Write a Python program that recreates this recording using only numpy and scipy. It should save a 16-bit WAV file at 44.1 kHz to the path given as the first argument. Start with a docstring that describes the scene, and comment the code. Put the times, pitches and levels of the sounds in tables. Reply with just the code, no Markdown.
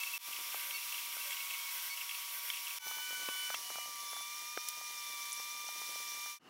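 """Short stepper notes sound over the whine and hiss of two fans: a desktop 3D printer, close by.
The head darts about, its motors singing at their step rate, its carriage ringing the rods and rattling.
Then the bed is driven down on one steady tone, and a hand takes the plastic part off with dull taps,
a snap and a squeak. Periodic forces give the tones; friction and impact excite resonances.
The sound comes in three stretches that each fade in, and ends in a quiet room."""
import sys
import numpy as np
from scipy import signal
from scipy.fft import rfft, irfft, next_fast_len
from scipy.io import wavfile

SR = 44100
rng = np.random.default_rng(int(sys.argv[2]) if len(sys.argv) > 2 else 0)


def persist_wave(psi):
    """Save psi, clipped to +-1, as 16-bit WAV."""
    counts = np.round(np.clip(psi, -1, 1) * 32767).astype(np.int16)
    wavfile.write(sys.argv[1], SR, np.atleast_2d(counts).T)


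N = 286209
TIME = np.arange(N) / SR
BED_START_S, BED_STOP_S = 2.786, 3.549

# stretches in which the printer is heard: start/s, end/s, fade-in/s, fade-out/s
AUDIBLE_STRETCHES = [(-0.02, 0.18, 0.01, 0.00047), (0.176, 2.786, 0.098, 0.00029),
                     (2.778, 6.39, 0.096, 0.09)]
# fast runs of the carriage: start/s, end/s, gain/dB
CARRIAGE_RUNS = [(0.52, 0.73, 1.5), (1.11, 1.36, -2), (1.70, 1.795, 1), (1.81, 1.90, 2), (2.31, 2.405, 1.5),
                 (2.415, 2.51, 2)]
# rod resonances: f/Hz, width/Hz, gain/dB
ROD_MODES = [(197, 30, -107), (570, 116, -100.5), (1460, 130, -102), (1551, 74, -82.5), (2095, 270, -84.5),
             (9160, 660, -88), (10170, 270, -88), (11950, 410, -84.5), (12130, 400, -101),
             (12600, 670, -82.5), (14600, 680, -85)]
# carriage resonances: f/Hz, width/Hz, gain/dB
CARRIAGE_MODES = [(2220, 124, -2.5), (2720, 154, -2.5), (3174, 440, -5), (3900, 770, -12),
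                  (5670, 5900, -15)]
# the head rounds the part's narrow end, two corners each time: t/s, relative level/dB
HEAD_TURNS = [(0.326, -36), (0.517, -39), (0.592, -38.5), (0.942, -35.5), (1.365, -36.5), (1.5, -33),
              (1.972, -33.5), (2.108, -35), (2.533, -33.5), (2.667, -35)]
# a motor starts or stops dead: t/s, peak level/dB, favoured f/Hz
MOTOR_JOLTS = [(0.0338, -28, 2630), (0.7084, -30, 2700), (0.9243, -32, 2730), (1.1258, -33.5, 2480),
               (1.3064, -30, 2180), (1.3184, -31, 2280), (1.3284, -30, 2710), (2.0926, -30.5, 2690),
               (3.5448, -27.5, 2350)]
# short tonal notes of the moving head, and one of the bed: start/s, end/s, f/Hz, level/dB, relative level of
# the octave/dB; most are stepper motors at their step rate, the two 570 Hz rows a buzz of the belt, the 884 Hz
# row a line of the bed as it starts down
STEPPER_NOTES = [(0.0, 0.043, 2630, -44.5, -23), (0.06, 0.103, 2650, -46.5, -30),
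                 (0.134, 0.173, 2644, -45, -29), (0.653, 0.71, 570, -66, -10),
                 (0.725, 0.772, 2232, -52, -1.5), (0.735, 0.84, 2720, -53.5, -23),
                 (1.195, 1.262, 2700, -53.5, -25), (1.252, 1.315, 570, -68, 4),
                 (1.566, 1.654, 3180, -57, -20), (2.168, 2.28, 3140, -59, -24),
                 (1.377, 1.736, 2220, -52, -26), (1.897, 1.944, 2222, -45.5, -6),
                 (2.8, 3.02, 884, -60, -12)]
# bed motor: t/s, level/dB of harmonics 1, 2, 4, 6, 8 and 10
BED_HARMONICS = [(2.84, -56, -52, -56, -81, -58, -56), (2.866, -56, -53.5, -49, -66, -53, -49),
                 (3.118, -51, -47, -70, -65, -72, -53), (3.444, -51.5, -45, -76, -54, -72, -53),
                 (3.53, -51, -48.5, -53, -58, -66, -51)]
# further partials of the bed drive: f/Hz, level/dB
BED_PARTIALS = [(2272, -55), (14169, -75)]
# a second motor runs on, first hard, then lightly: start/s, end/s, gain/dB
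RUN_ON_SPELLS = [(3.62, 3.875, -52), (3.85, 4.12, -65)]
# its spectrum: harmonic number, relative level/dB
RUN_ON_HARMONICS = [(1, -15.5), (4, 0.5), (12, -9), (16, -12)]
# distinct taps on bed and frame: t/s, relative level/dB, favoured f/Hz at middling strength
FRAME_TAPS = [(0.385, -50, 775), (0.542, -40.5, 799), (1.166, -49.5, 795), (2.866, -49, 689),
              (2.91, -44.5, 794), (2.982, -45.5, 763), (3.105, -48.5, 326), (3.126, -53, 711),
              (3.285, -37.5, 759), (3.351, -50, 676), (3.5, -37.5, 690), (3.54, -38, 799), (3.7, -42, 748),
              (3.754, -44.5, 508), (3.782, -45, 689), (3.856, -53, 556), (4.129, -46, 799),
              (4.163, -47, 764), (4.206, -51, 719), (4.572, -33.5, 775), (4.81, -51, 661),
              (5.396, -48.5, 635), (5.686, -49.5, 793), (5.814, -47, 465), (5.956, -50, 479),
              (6.258, -49, 598)]
# patter of smaller taps and fingers: start/s, end/s, level/dB
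PATTER_SPELLS = [(0.27, 0.6, -67), (0.6, 1.22, -74.5), (2.85, 4.3, -68.5), (4.3, 5.35, -73.5),
                 (5.35, 6.35, -68)]
# resonances of bed and frame: f/Hz, width/Hz, gain/dB
FRAME_MODES = [(171, 68, -19.5), (384, 530, -1), (698, 436, 6), (1087, 450, 4.5), (1876, 1000, -12),
               (2480, 330, -17)]
# sharp clicks and snaps: t/s, rms level/dB, decay time/s, favoured f/Hz
SHARP_CLICKS = [(2.501, -30.5, 0.0024, 1900), (2.880, -44, 0.003, 7000), (4.574, -42, 0.002, 2200),
                (4.686, -33, 0.004, 8000), (5.255, -51, 0.007, 14000)]
# resonances they ring: f/Hz, width/Hz, gain/dB
CLICK_MODES = [(2200, 500, 0), (3050, 300, 4), (5400, 250, 5), (7200, 2500, -4), (10200, 2500, 0),
               (14500, 4000, 0)]
# a finger squeaks on the part: t/s, f/Hz, level/dB
FINGER_SQUEAK = [(5.317, 6060, -70), (5.321, 6280, -36), (5.324, 6450, -47), (5.326, 6300, -55),
                 (5.328, 7600, -40), (5.331, 9400, -34.5), (5.332, 10100, -43), (5.338, 9400, -55)]
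# two high peeps after the bed stops: start/s, end/s, level/dB
PEEP_SPELLS = [(4.098, 4.125, -50), (4.21, 4.235, -52)]
# blade-passing frequency of the small fan: t/s, f/Hz
BLADE_RATE = [(0.03, 1129), (0.15, 1131), (0.19, 1170), (1.13, 1160), (1.33, 1115), (1.69, 1105),
              (2.17, 1133), (2.77, 1143), (2.81, 1157), (3.09, 1182), (3.31, 1151), (3.49, 1175),
              (3.59, 1159), (3.83, 1184), (4.17, 1162), (4.31, 1183), (4.67, 1204), (4.95, 1191),
              (5.15, 1171), (5.81, 1194), (5.99, 1181), (6.33, 1183)]
# its whine while the head prints: level/dB of harmonics 1, 2 and 3
WHINE_PRINTING = [-59.5, -61.5, -62]
# its whine once the bed moves away: t/s, level/dB of harmonics 1, 2 and 3
WHINE_LOWERED = [(2.87, -60.5, -54.5, -55.5), (3.17, -62, -49.5, -66), (3.28, -54.5, -55, -58),
                 (3.42, -59, -52, -58), (3.56, -61, -54, -56), (3.58, -53.5, -74, -61),
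                 (3.65, -59.5, -66, -75), (3.78, -55, -50, -76), (3.92, -51.5, -60, -64.5),
                 (4.18, -52, -53.5, -47), (4.29, -53.5, -53, -58), (4.99, -54.5, -52.5, -59.5),
                 (5.07, -53.5, -51, -54.5), (6.3, -54, -51, -56.5)]
# dry fan bearing: t/s, level/dB, centre f/Hz, spread/Hz
BEARING_TWITTER = [(0, -59.5, 5600, 152), (2.78, -57.5, 5600, 167.6), (2.9, -61, 5950, 282),
                   (3.5, -54.5, 5620, 285.5), (6.3, -52, 5684, 268)]
# air noise by the head, by the lowered bed and in the room: f/Hz, relative spectrum level/dB
HEAD_HISS = [(40, -140), (120, -122), (400, -107), (580, -96.5), (850, -93), (1100, -83), (1750, -90),
             (2200, -78.5), (3300, -80), (3800, -82.5), (8000, -85.5), (11000, -85), (13000, -81.5),
             (15700, -83)]
BED_HISS = [(40, -122), (130, -109.5), (400, -103.5), (700, -96.5), (1250, -91.5), (1520, -93), (2080, -83),
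            (2650, -89), (3030, -81.5), (3300, -86), (4100, -83.5), (7500, -87), (9000, -87.5),
            (15700, -87)]
ROOM_NOISE = [(60, -108), (200, -86.5), (600, -95.5), (1200, -92), (2500, -102), (2880, -90), (3200, -106),
              (5500, -106), (8000, -114), (15000, -119)]
# fan housing resonances, printing and with the bed lowered: f/Hz, width/Hz, gain/dB
HOUSING_PRINTING, HOUSING_LOWERED = [(5600, 640, -85)], [(5760, 580, -83.5), (6300, 480, -87)]


def carriage_slide(belt_hz=190, ripple=0.38, creep_db=-8, uneven_db=2.5):
    """Frictional excitation: sliding noise, modulated by the belt teeth, rings the rods."""
    creep = from_db(creep_db + uneven_db * drift(6.5))
    speed = (creep + spells(CARRIAGE_RUNS, ramp=0.016)) * (TIME < BED_START_S)
    friction = white() * speed
    teeth = tone(belt_hz * (1 + 0.0478 * drift(8.5)), 0)
    return body(friction * (1 + ripple * teeth), ROD_MODES)


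def carriage_rattle(corner_gap_s=0.0355, rattle_hz=2700, rattle_db=-1, brake_db=-5, favour_db=7):
    """Inertia: the carriage rattles when jolted and at each corner, where its motor also chirps."""
    out = np.zeros(N)
    for s, db in HEAD_TURNS:
        for corner_s in (s, s + corner_gap_s):
            rattle = knock(burst(decay_s=0.014, first=2.0), CARRIAGE_MODES, rattle_hz, favour_db)
            add(out, corner_s, from_db(db + rattle_db) * rattle)
            add(out, corner_s, from_db(db + brake_db) * brake_chirp())
    for s, db, hz in MOTOR_JOLTS:
        jolt = knock(burst(decay_s=0.0055, first=9.9), CARRIAGE_MODES, hz, favour_db)
        add(out, s, from_db(db) * jolt)
    return out


def brake_chirp(from_hz=3300, to_hz=2277, length_s=0.0129, scatter=0.028):
    """Frequency sweep: a stepper's note falls with its step rate as it brakes."""
    hz = np.linspace(from_hz, to_hz, round(length_s * SR)) * (1 + scatter * rng.standard_normal())
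    return np.hanning(len(hz)) * np.sin(2 * np.pi * (np.cumsum(hz) / SR + rng.random()))


def stepper_notes(jitter=0.003, rough_db=-3.0, ramp_s=0.0037):
    """Periodic forcing: short notes sound at their base frequency and the octave above; most are stepper motors
    at their step rate, two low ones a buzz of the belt."""
    waver, rough = 1 + jitter * drift(66), rough_db * drift(50)
    out = np.zeros(N)
    for start, end, hz, db, octave_db in STEPPER_NOTES:
        note = tone(hz * waver, db + rough) + tone(2 * hz * waver, db + octave_db + rough)
        out += gate(start, end, ramp_s, ramp_s) * note
    return out


def bed_steppers(step_hz=1494.7, run_on_hz=736.3, jitter=0.00016, rough_db=1.9):
    """Harmonic series of a constant step rate: the bed descends and stops; a second motor runs on."""
    waver = 1 + jitter * drift(40)
    harmonics = zip((1, 2, 4, 6, 8, 10), in_time(BED_HARMONICS))
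    descent = sum(tone(k * step_hz * waver, db + rough_db * drift(26)) for k, db in harmonics)
    descent += sum(tone(hz * waver, db + 2 * drift(25)) for hz, db in BED_PARTIALS)
    descent *= gate(BED_START_S, BED_STOP_S, 0.0037, 0.0076)
    run_on = sum(tone(k * run_on_hz * waver, db) for k, db in RUN_ON_HARMONICS)
    return descent + run_on * spells(RUN_ON_SPELLS, ramp=0.016)


def patter(per_s=120, spread_db=3.5, clump_db=4.0, soft_hz=130):
    """Shot noise: tiny soft contacts at random times, louder in clumps, excite the frame."""
    contacts = rng.random(N) < per_s / SR
    size_db = spread_db * np.minimum(rng.standard_normal(N), 1.5)
    size_db += clump_db * np.minimum(drift(10.5), 1.5)
    impulses = contacts * from_db(size_db) * rng.choice([-1, 1], N)
    force = signal.sosfilt(signal.butter(1, soft_hz, fs=SR, output="sos"), impulses)
    return spells(PATTER_SPELLS, ramp=0.015) * rms_one(body(force, FRAME_MODES))


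def taps(gain_db=9.0, middling_db=-48, db_per_octave=34):
    """Impact excitation: dull taps ring bed and frame, the harder the brighter."""
    out = np.zeros(N)
    for s, db, hz in FRAME_TAPS:
        favoured_hz = hz * 2 ** ((db - middling_db) / db_per_octave)
        tap = knock(soft_push(rise_s=0.0031), FRAME_MODES, favoured_hz, favour_db=4.0)
        add(out, s, from_db(db + gain_db) * tap)
    return out


def finger_squeak(rough=0.066):
    """Stick-slip friction: a finger on the part gives a rough tone that sweeps upward."""
    hz, db = in_time(FINGER_SQUEAK)
    touching = gate(FINGER_SQUEAK[0][0], FINGER_SQUEAK[-1][0], 0.00092, 0.001)
    return tone(hz * (1 + rough * drift(1200)), db) * touching


def sharp_clicks():
    """Impulse response: brief contacts ring bright, damped modes as sharp clicks and snaps."""
    out = np.zeros(N)
    for s, db, decay_s, hz in SHARP_CLICKS:
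        crack = knock(burst(decay_s, first=3.5), CLICK_MODES, hz, favour_db=9.0)
        add(out, s, from_db(db) * crack / np.std(crack[:round(decay_s * SR)]))
    return out


def peeps(hz=10200, rough=0.01006):
    """Slight frequency modulation roughens two brief, nearly pure squeaks."""
    return spells(PEEP_SPELLS, ramp=0.008) * tone(hz * (1 + rough * drift(300)), 0)


def small_fan(wander=0.00204, flutter=0.0021, whistle_db=-56.5, housing_hz=10340, half_width_hz=400):
    """Blade-passing tones of unsteady speed; the ninth harmonic whistles near a housing resonance."""
    blade_hz = in_time(BLADE_RATE)[0] * (1 + wander * drift(7.17) + flutter * drift(86.2))
    levels = [np.where(TIME < BED_START_S, printing, lowered)
              for printing, lowered in zip(WHINE_PRINTING, in_time(WHINE_LOWERED))]
    whine = sum(tone(k * blade_hz, db + drift(25)) for k, db in enumerate(levels, 1))
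    whistle_hz = 9 * blade_hz
    detuning = (whistle_hz - housing_hz) / half_width_hz
    return whine + tone(whistle_hz, whistle_db + 2 * drift(48)) / (1 + detuning ** 2)


def big_fan(blade_hz=960, flutter=0.00059, db=-61, octave_db=-73):
    """Blade passage at nearly constant speed gives a steady tone and its octave."""
    hz = blade_hz * (1 + flutter * drift(30.0))
    return tone(hz, db + 0.5 * drift(20)) + tone(2 * hz, octave_db + 2 * drift(8.4))


def bearing(grain_db=5.5, throb_db=2.5, throb_hz=9.5):
    """Modulation of pitch and amplitude: the dry bearing twitters in tiny chirps that come in throbs."""
    db, centre_hz, spread_hz = in_time(BEARING_TWITTER)
    throb = throb_db * tone(throb_hz * (1 + 0.323 * drift(5.75)), 0)
    hz = centre_hz + spread_hz * drift(258.4)
    chirps = tone(hz, throb + grain_db * np.minimum(drift(170), 1.3))
    return from_db(db) * rms_one(chirps)


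def fan_hiss(gain_db=-2.5, waver_db=0.86):
    """Broadband flow noise with housing resonances; its colour switches as the bed starts down."""
    flow = from_db(gain_db + waver_db * drift(2.4))
    printing = coloured(HEAD_HISS) * flow + body(white(), HOUSING_PRINTING)
    lowered = coloured(BED_HISS) * flow + body(white(), HOUSING_LOWERED)
    return np.where(TIME < BED_START_S, printing, lowered)


def room(rise_s=0.077):
    """Ambient noise rises once the printer has faded out."""
    return coloured(ROOM_NOISE) * np.clip((TIME - AUDIBLE_STRETCHES[-1][1]) / rise_s, 0, 1)


def burst(decay_s, first, size=4096):
    """Contact force: a first impulse, then micro-contacts that decay exponentially."""
    age = np.arange(size)
    chatter = rng.standard_normal(size) * np.exp(-age / (SR * decay_s))
    return chatter + first * (age == 0)


def soft_push(rise_s, grit=0.099, size=2048):
    """Soft contact force: a little grit swells around one firm impulse."""
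    age = np.arange(size) / (SR * rise_s)
    force = (age * np.exp(1 - age)) ** 4
    return grit * rng.standard_normal(size) * force + (np.arange(size) == force.argmax())


def knock(push, modes, favoured_hz, favour_db):
    """Modal response, peak 1: each mode loses favour_db per octave from the favoured frequency."""
    weighted = [(hz, width, db - favour_db * abs(np.log2(hz / favoured_hz))) for hz, width, db in modes]
    sound = body(push, weighted)
    return sound / np.abs(sound).max()


def body(x, modes):
    """Modal superposition: resonances in parallel."""
    return sum(from_db(db) * resonate(x, hz, width) for hz, width, db in modes)


def resonate(x, hz, width):
    """Two equal resonators in cascade, for steep skirts; peak gain 1."""
    r = np.exp(-np.pi * width * np.sqrt(2) / SR)
    gain = (1 - r * r) / 2
    section = [gain, 0, -gain, 1, -2 * r * np.cos(2 * np.pi * hz / SR), r * r]
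    return signal.sosfilt([section, section], x + 1e-18)


def tone(hz, db):
    """A sinusoid of given rms level; phase is the integral of frequency."""
    return np.sqrt(2) * from_db(db) * np.sin(2 * np.pi * (np.cumsum(hz * np.ones(N)) / SR + rng.random()))


def white():
    """White noise of spectrum level 0 dB."""
    return rng.standard_normal(N) * np.sqrt(SR / 2)


def coloured(spectrum):
    """Spectral shaping of white noise."""
    hz, db = np.transpose(spectrum)
    size = next_fast_len(N)
    freqs = np.maximum(np.arange(size // 2 + 1) * SR / size, 1)
    gain = from_db(np.interp(np.log(freqs), np.log(hz), db))
    return irfft(rfft(white(), size) * gain, size)[:N]


def drift(rate_hz):
    """Low-pass random fluctuation of unit rms."""
    r = np.exp(-40 * np.pi * rate_hz / SR)
    slow = signal.lfilter([1], [1, -2 * r, r * r], rng.standard_normal(N // 20 + 4002))[4000:]
    return np.interp(np.arange(N) / 20, np.arange(len(slow)), rms_one(slow))


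def gate(start, end, rise, fall):
    """Trapezoidal envelope between two times."""
    return np.clip((TIME - start) / rise, 0, 1) * np.clip((end - TIME) / fall, 0, 1)


def spells(rows, ramp):
    """Sum of envelopes, one for each (start, end, level)."""
    return sum(from_db(db) * gate(start, end, ramp, ramp) for start, end, db in rows)


def in_time(rows):
    """Linear interpolation of each column to every sample."""
    s, *columns = np.transpose(rows)
    return [np.interp(TIME, s, c) for c in columns]


def add(out, s, sound):
    """Superpose a sound at time s."""
    at = max(round(s * SR), 0)
    out[at:at + len(sound)] += sound[:N - at]


def from_db(db):
    """Level to amplitude ratio."""
    return 10 ** (np.asarray(db) / 20)


def rms_one(x):
    """Normalise to unit rms."""
    return x / np.sqrt(np.mean(x ** 2) + 1e-20)


def scene():
    """Superposition: all sources add at one point, alike in both channels."""
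    fans = small_fan() + big_fan() + bearing() + fan_hiss()
    motion = stepper_notes() + carriage_slide() + carriage_rattle() + bed_steppers()
    transients = patter() + taps() + finger_squeak() + sharp_clicks() + peeps()
    fades = sum(gate(*stretch) for stretch in AUDIBLE_STRETCHES)
    return np.tile((fans + motion + transients) * fades + room(), (2, 1))


def record(dry):
    """Low-pass filtering cuts the highest treble steeply."""
    cutoff_hz = 15760
    return signal.sosfilt(signal.ellip(12, 0.1, 70, cutoff_hz, fs=SR, output="sos"), dry)


dry = scene()
out = record(dry)
persist_wave(out)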